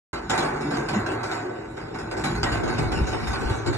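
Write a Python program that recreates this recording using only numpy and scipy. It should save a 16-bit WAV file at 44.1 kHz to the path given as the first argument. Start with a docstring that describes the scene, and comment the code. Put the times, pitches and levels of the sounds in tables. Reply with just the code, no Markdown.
"""In an open yard, empty sheet-metal drums ride a roller conveyor.
Each time a rim meets a roller, a blow makes the drum knock and shudder; thuds are short, fading tones.
Many tiny contacts ring the metal in between, loose rollers chatter, and the frame rumbles.
Wind, made of low filtered noise, buffets two microphone ports, more so towards the end."""
import sys
import numpy as np
from scipy import signal
from scipy.fft import rfft, irfft
from scipy.io import wavfile

SR = 44100
rng = np.random.default_rng(int(sys.argv[2]) if len(sys.argv) > 2 else 0)


def transcribe(signal):
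    """Save signal, clipped to [-1, 1], as a 16-bit WAV file at the path in sys.argv[1]."""
    frames = np.atleast_2d(signal).T
    limited = np.clip(frames, -1, 1)
    pcm = np.round(limited * 32767).astype(np.int16)
    wavfile.write(sys.argv[1], SR, pcm)


N = 166257   # length in samples


def from_db(db):
    """Turn decibels into a number to multiply a sound by."""
    return 10 ** (np.asarray(db) / 20)


def rms_one(x):
    """Scale a sound so its average strength (rms) is 1."""
    return x / np.sqrt(np.mean(x ** 2) + 1e-20)


def in_time(rows):
    """Join the points of a table over time, giving a value at every sample."""
    s, *columns = np.transpose(rows)
    return [np.interp(np.arange(N) / SR, s, column) for column in columns]


def in_pitch(rows):
    """Join the points of a table over pitch, giving a value at every frequency bin."""
    hz, *columns = np.transpose(rows)
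    log_bins = np.log(np.fft.rfftfreq(N + SR, 1 / SR) + 1)
    return [np.interp(log_bins, np.log(hz), column) for column in columns]


def band(x, low_hz, high_hz):
    """Keep the sound between two pitches and weaken the rest."""
    return signal.sosfilt(signal.butter(2, [low_hz, high_hz], "band", fs=SR, output="sos"), x)


def mode(x, hz, t60):
    """One resonance: it rings at its own pitch, loses 60 dB in t60 seconds, and has gain 1 at its peak."""
    r = from_db(-60 / (t60 * SR))
    return signal.lfilter([(1 - r * r) / 2, 0, (r * r - 1) / 2],
                          [1, -2 * r * np.cos(2 * np.pi * hz / SR), r * r], x)


# How hard the wind blows on the ports: time_s, level_db
WIND_LEVEL = [(0.15, -42.5), (1.29, -46.5), (1.55, -60), (1.68, -46.5), (1.9, -48), (2.59, -30),
              (2.73, -45), (2.88, -27), (2.92, -34), (3.02, -29), (3.15, -39.5), (3.3, -33), (3.4, -42),
              (3.47, -31), (3.62, -49), (3.69, -36), (3.77, -64)]
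WIND_LOW_HZ, WIND_HIGH_HZ = 42, 76
WIND_ALIKE = .88   # share of the wind's power that both ports have in common


def wind():
    """Moving air presses on the ports as deep noise, mostly alike at both."""
    noise = band(rng.standard_normal((3, N)), WIND_LOW_HZ, WIND_HIGH_HZ)
    shared, left, right = band(noise, WIND_LOW_HZ / 2, WIND_HIGH_HZ * 2)
    buffeting = np.sqrt(WIND_ALIKE) * shared + np.sqrt(1 - WIND_ALIKE) * np.array([left, right])
    return from_db(in_time(WIND_LEVEL)[0]) * rms_one(buffeting)


CHATTER_PER_S, CHATTER_DB, CHATTER_T60_S = 9.4, -2.5, 0.032


def chatter():
    """Loose rollers tap at random: a power factor of 1 that jumps up at each tap and fades back."""
    happens = rng.random(N) < CHATTER_PER_S / SR
    taps = happens * rng.exponential(1, N) * from_db(CHATTER_DB) ** 2
    # this is power, the square of a gain, so 60 dB of fade needs 120 here
    return 1 + signal.lfilter([1], [1, -from_db(-120 / (CHATTER_T60_S * SR))], taps + 1e-18)


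# A drum drops its weight on a roller: start_s, level_db (before the soft rise), pitch_hz, t60_s
WEIGHT_DROPS = [(.65, -20, 296, 0.29), (.725, -19, 286.6, 0.26), (0.906, -21, 143, 0.23),
                (0.961, -6.5, 208, 0.095), (1.451, -20, 362, 0.26), (2.262, -34, 117, .12),
                (2.785, -15, 150.6, 0.26), (3.011, -5.5, 68.6, 0.074), (3.274, -23, 61.4, 0.18),
                (3.455, -9, 61, 0.084), (3.509, -5, 96, 0.063)]
THUD_RISE_S = 0.0048


def thuds():
    """A soft blow rings the hollow drum briefly as a fading sine wave; both ports share it."""
    out, age = np.zeros((3, N + SR)), np.arange(SR // 2) / SR
    for start_s, level_db, pitch_hz, t60_s in WEIGHT_DROPS:
        i = int(start_s * SR)
        fade = from_db(level_db - 60 * age / t60_s)
        rise = 1 - np.exp(-age / THUD_RISE_S)
        out[0, i:i + len(age)] += fade * rise * np.sin(2 * np.pi * pitch_hz * age)
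    return out[:, :N]


# A rim meets a roller: start_s, treble_db, middle_db and body_db (both over treble), treble_t60_s,
# crack_db (over treble, later capped); the band trims below are added to the levels
RIM_KNOCKS = [(0.1308, -37.5, 8, 9, 0.42, 9), (0.297, -22.5, -1, -0.5, 0.17, 8),
              (0.332, -33, 9.5, 7.5, 0.83, 1), (0.377, -24.5, -1.5, 3, 0.23, 7),
              (0.4254, -32.5, 8.5, 10, 0.24, -13), (0.609, -39.5, -61, -18, 0.68, 10.5),
              (0.7069, -34, 6, 6, 0.63, 6), (0.7697, -34, 2, 8.5, 0.052, 10),
              (0.885, -30.5, 0.5, 0.5, 0.24, -4), (0.9318, -33, 7, 3, 0.36, -2),
              (1.0613, -33.5, 4.5, 8, 0.33, -1), (1.1167, -37.5, 2, 13.5, 0.23, 8.5),
              (1.2314, -34, 3.5, 3.5, 0.47, -7), (1.314, -35, 7, -19, 0.49, 17),
              (1.7688, -46, 11, 12, 0.33, 2), (1.943, -42.5, 8, -12, 0.36, 3),
              (1.9875, -40.5, 0.5, -14, 0.31, 12), (2.112, -35.5, 4.5, 8.5, 0.22, 8),
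              (2.167, -36, 4, 8, 0.54, -6), (2.2386, -27, 0.5, -1, 0.39, 7),
              (2.35, -36, -31, -16, 0.17, -2), (2.431, -24.5, -2.5, -4, 0.16, 13),
              (2.4594, -36, 10, -5, 0.64, -11), (2.5167, -34, 4.5, 7, 0.39, -8),
              (2.6331, -36.5, 1.5, 16, 0.41, 3), (2.6767, -35, 5.5, -8, 0.77, 2),
              (2.781, -31, 3.5, 6.5, 0.34, -2), (2.9173, -30.5, 1, 3.5, 0.29, -17),
              (2.972, -36, 2.5, 11, 0.48, -5), (3.068, -35, 2, 8, 0.79, -22),
              (3.1282, -36.5, 8, 11.5, 0.12, 7), (3.2696, -31, 1.5, -2.5, 0.28, -8),
              (3.3297, -33.5, 5.5, 2, 0.37, 1), (3.4084, -37.5, 3.5, 8.5, 0.22, -7),
              (3.499, -38.5, 6, 9, 0.26, 19), (3.6599, -31.5, 1.5, 7, 0.28, -3),
              (3.7292, -37, 4, -9, 0.73, 8)]
CRACK_TOP_DB = 11   # highest a crack may stand over the knock's treble
STARTS_S, TREBLE_KNOCK_DB, MIDDLE_OVER_DB, BODY_OVER_DB, TREBLE_T60_S, CRACK_OVER_DB = np.transpose(RIM_KNOCKS)
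CRACK_OVER_DB = np.minimum(CRACK_OVER_DB, CRACK_TOP_DB)


def shudder(db, t60, rise_s):
    """Power of all knocks over time: each has a short rise, then fades evenly in dB."""
    out, t = np.zeros(N), np.arange(N) / SR
    for start_s, level_db, fall_s in zip(STARTS_S, db, t60 * np.ones(len(STARTS_S))):
        i = int(start_s * SR)
        age = t[:min(N - i, SR)]
        fade = from_db(level_db - 60 * age / max(fall_s, .005))
        out[i:i + SR] += (fade * (1 - np.exp(-age / rise_s))) ** 2
    return out


# Resonances of drums and rollers: pitch_hz, level_db (over the broad ring, before scatter), t60_s
RESONANCES = [(113.4, 2, 0.16), (150.3, 1.5, 1), (232.3, 1, 0.2), (282.1, 5.5, 0.52), (319.6, 3, 0.15),
              (346, 6.5, 0.24), (384.9, 4, 0.19), (431, -0.5, 0.18), (745, 3, 0.083), (886.2, 7, 0.46),
              (1098, 3.5, 0.33), (1356, 4.5, 0.25), (1516, 3.5, 0.05)]
# Broad ring of the sheet metal before the bands are levelled: pitch_hz, level_db
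METAL_COLOUR = [(90, 10.5), (200, -0.5), (400, -2.5), (500, -2.5), (900, -3), (1250, -6.5), (1550, -8),
                (1800, -13), (2500, -20), (3150, -25.5), (3750, -25.5), (4600, -25.5), (5600, -30),
                (6200, -34.5), (6900, -28.5), (8500, -36), (10500, -37.5), (12100, -46), (13300, -62)]
CONTACTS_PER_S, CONTACT_SPREAD_DB = 5000, 2.5
STRIKE_DB = 16   # the blow over the small contacts, before its crack level is added
MODE_SHIFT, MODE_SCATTER_DB = .025, 3   # spread per knock: pitch (share) and strength
RUMBLE_TOP_HZ = 130   # resonances up to here keep their strength and pitch
# extra high resonances at scattered pitches, ringing with varied strength from knock to knock
HIGH_LOW_HZ, HIGH_TOP_HZ, HIGH_DB, HIGH_T60_S, HIGH_SCATTER_DB = 2000, 11500, -1, .1, 6.0


def metal():
    """Blows and tiny contacts ring the metal along three paths: shared, left port only, right port only."""
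    sizes = from_db(CONTACT_SPREAD_DB * np.minimum(rng.exponential(1, (3, N)), 5))
    sizes *= rng.choice([-1, 1], (3, N))
    contacts = rms_one(sizes * (rng.random((3, N)) < CONTACTS_PER_S / SR))
    starts = (STARTS_S * SR).astype(int)
    contacts[0, starts + 40] += from_db(STRIKE_DB + CRACK_OVER_DB)
    broad = irfft(rfft(contacts, N + SR) * from_db(in_pitch(METAL_COLOUR)[0]))[:, :N]

    high_hz = HIGH_LOW_HZ * (HIGH_TOP_HZ / HIGH_LOW_HZ) ** rng.random(size=90)
    modes = [(hz, db, t60, MODE_SCATTER_DB) for hz, db, t60 in RESONANCES]
    modes += [(hz, HIGH_DB, HIGH_T60_S, HIGH_SCATTER_DB) for hz in high_hz]
    # every knock gives each resonance above the low rumble a new strength and pitch
    luck = np.clip(rng.standard_normal((len(starts), len(modes), 2)), -2, 2)
    out = broad.copy()
    for k, (hz, db, t60, scatter_db) in enumerate(modes):
        mode_luck = luck[:, k] * (hz > RUMBLE_TOP_HZ)
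        for i, j, (strength, shift) in zip(starts, [*starts[1:], N], mode_luck):
            # silence after the piece leaves room for the ring to die away
            piece = np.pad(broad[:, i:j], ((0, 0), (0, int(t60 * SR / 2))))[:, :N - i]
            piece = piece * from_db(db + scatter_db * strength)
            out[:, i:i + piece.shape[1]] += mode(piece + 1e-18, hz * (1 + MODE_SHIFT * shift), t60)
    return out


SHIMMER_PER_S, SHIMMER_DB = 28, 3.8


def shimmer(x):
    """The treble shimmers unevenly: each narrow band swells and sinks at random."""
    spectrum, hz = rfft(x), np.fft.rfftfreq(N, 1 / SR)
    edges = np.geomspace(2400, 14000, 20)
    out = irfft(spectrum * (hz < edges[0]), N)
    steps = np.arange(N) / SR * SHIMMER_PER_S
    count = int(steps[-1]) + 2
    for low, high in zip(edges, edges[1:]):
        swing = np.interp(steps, np.arange(count), rng.standard_normal(count))
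        out += from_db(SHIMMER_DB * swing) * irfft(spectrum * ((hz >= low) & (hz < high)), N)
    return out


# Continuous rolling sound, rising and falling, before chatter and knocks:
# time_s, body_db, middle_db, treble_db
ROLLING_LOAD = [(0.26, -40.5, -59, -54.5), (0.31, -56, -44, -54), (0.5, -33, -36, -51.5),
                (1.23, -37, -35, -53), (1.52, -33.5, -40, -56), (1.78, -40, -46, -54),
                (2.02, -37.5, -43, -54.5), (2.33, -37.5, -41.5, -50), (2.7, -30, -35.5, -55),
                (3.2, -41.5, -43.5, -44), (3.54, -33.5, -37, -43), (3.77, -37.5, -38, -51)]
# Low rumble: time_s, frame_rumble_db, drum_boom_db
LOW_RUMBLE = [(0.14, -31, -34.5), (0.2, -71, -46), (0.33, -33, -34.5), (0.4, -77, -32), (0.8, -37, -33.5),
              (0.83, -71, -35.5), (0.99, -28.5, -28.5), (1.02, -31, -38.5), (1.47, -46.5, -46),
              (2.22, -38.5, -37.5), (2.27, -35, -21), (2.34, -35.5, -33), (2.88, -32.5, -41),
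              (2.92, -48, -36), (3.03, -29, -31), (3.1, -38, -40.5), (3.47, -37, -36.5), (3.52, -35.5, -40),
              (3.6, -38.5, -47), (3.69, -25.5, -37.5), (3.77, -33, -38)]
MIDDLE_T60_S, BODY_T60_S, CRACK_T60_S = 0.84, 0.4, 0.0071
TREBLE_RISE_S, MIDDLE_RISE_S, BODY_RISE_S = 0.0021, 0.0019, 0.0058
TREBLE_DB, MIDDLE_DB, BODY_DB = -2, -1.5, -1   # trims added to all knocks


def drums():
    """Knocks and rolling shape the metal's ring band by band; the body swells more slowly than the treble."""
    ring, taps = shimmer(metal()), chatter()
    body_roll, middle_roll, treble_roll = [from_db(c) ** 2 for c in in_time(ROLLING_LOAD)]
    cracks = shudder(TREBLE_KNOCK_DB + CRACK_OVER_DB, CRACK_T60_S, TREBLE_RISE_S)
    treble_knocks = shudder(TREBLE_KNOCK_DB + TREBLE_DB, TREBLE_T60_S, TREBLE_RISE_S)
    middle_knocks = shudder(TREBLE_KNOCK_DB + MIDDLE_OVER_DB + MIDDLE_DB, MIDDLE_T60_S, MIDDLE_RISE_S)
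    body_knocks = shudder(TREBLE_KNOCK_DB + BODY_OVER_DB + BODY_DB, BODY_T60_S, BODY_RISE_S)
    treble = treble_roll * taps + treble_knocks + cracks
    middle = middle_roll * np.sqrt(taps) + middle_knocks + cracks
    body = body_roll + body_knocks
    # Hz ranges of treble, middle, body, frame rumble, drum boom
    edges = [(2500, 16000), (600, 2500), (260, 600), (90, 130), (130, 260)]
    levels = [np.sqrt(treble), np.sqrt(middle), np.sqrt(body), *from_db(in_time(LOW_RUMBLE))]
    return sum(level * rms_one(band(band(ring, *e), *e)) for level, e in zip(levels, edges))


# How the two ports compare: pitch_hz, likeness (0 to 1), right_lead_rad
PORT_LIKENESS = [(91, 0.8, 0.09), (169, 0.5, 0.12), (405, 0.88, 0.6), (580, 0.31, 3.64), (774, 0.5, 4.67),
                 (1285, 0.43, 6.24), (1490, 1, 6.4), (1800, 1, 7.7), (1974, 0.06, 4.14), (2060, 1, 4.26),
                 (2640, 0, 4.47), (3210, 0.91, 3.5), (3650, 0.21, 2.56), (4460, 1, 2.82),
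                 (5065, 0.74, 2.97), (5320, 1, 9), (5870, 0.85, 5.5), (8700, 0.1, 4.94),
                 (11150, 0.98, 1.89), (13200, 1, 3.7)]
# How much louder the right port is than the left: pitch_hz, level_db
RIGHT_OVER_LEFT = [(300, -0.5), (500, -2.5), (750, 4.5), (1200, 0.5), (1500, 0.5), (3000, 1), (6000, 0.5)]


def ports(paths):
    """Each port hears the shared path with its own phase, adds its own path, and tilts the level by pitch."""
    alike, lead = in_pitch(PORT_LIKENESS)
    side = np.array([[-.5], [.5]])   # half of each difference goes to either port
    shared, *own = rfft(np.pad(paths, ((0, 0), (0, SR)), "reflect"))
    common = np.sqrt(alike) * shared * np.exp(1j * lead * side)
    both = common + np.sqrt(1 - alike) * np.array(own)
    return irfft(both * from_db(in_pitch(RIGHT_OVER_LEFT)[0] * side))[:, :N]


# The bass starts central and spreads: time_s, level_db (change to its left-right difference)
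BASS_SPREAD = [(1.3, -37), (1.9, -13), (2.3, -13), (2.6, 5)]
BASS_TOP_HZ = 302


def scene():
    """Add drums, thuds and wind; only the bass changes its stereo width over time."""
    left, right = ports(drums() + thuds()) + wind()
    side = (left - right) / 2
    bass = signal.sosfiltfilt(signal.butter(4, BASS_TOP_HZ, fs=SR, output="sos"), side)
    side = side - bass * (1 - from_db(in_time(BASS_SPREAD)[0]))
    return (left + right) / 2 + side * np.array([[1], [-1]])


START_S, CUTOFF_HZ = .1305, 13350


def record(dry):
    """Sound begins after a short silence; a steep filter removes the highest pitches."""
    on = np.arange(N) >= START_S * SR
    return signal.sosfilt(signal.ellip(10, .5, 80, CUTOFF_HZ, fs=SR, output="sos"), dry * on)


dry = scene()
out = record(dry)
transcribe(out)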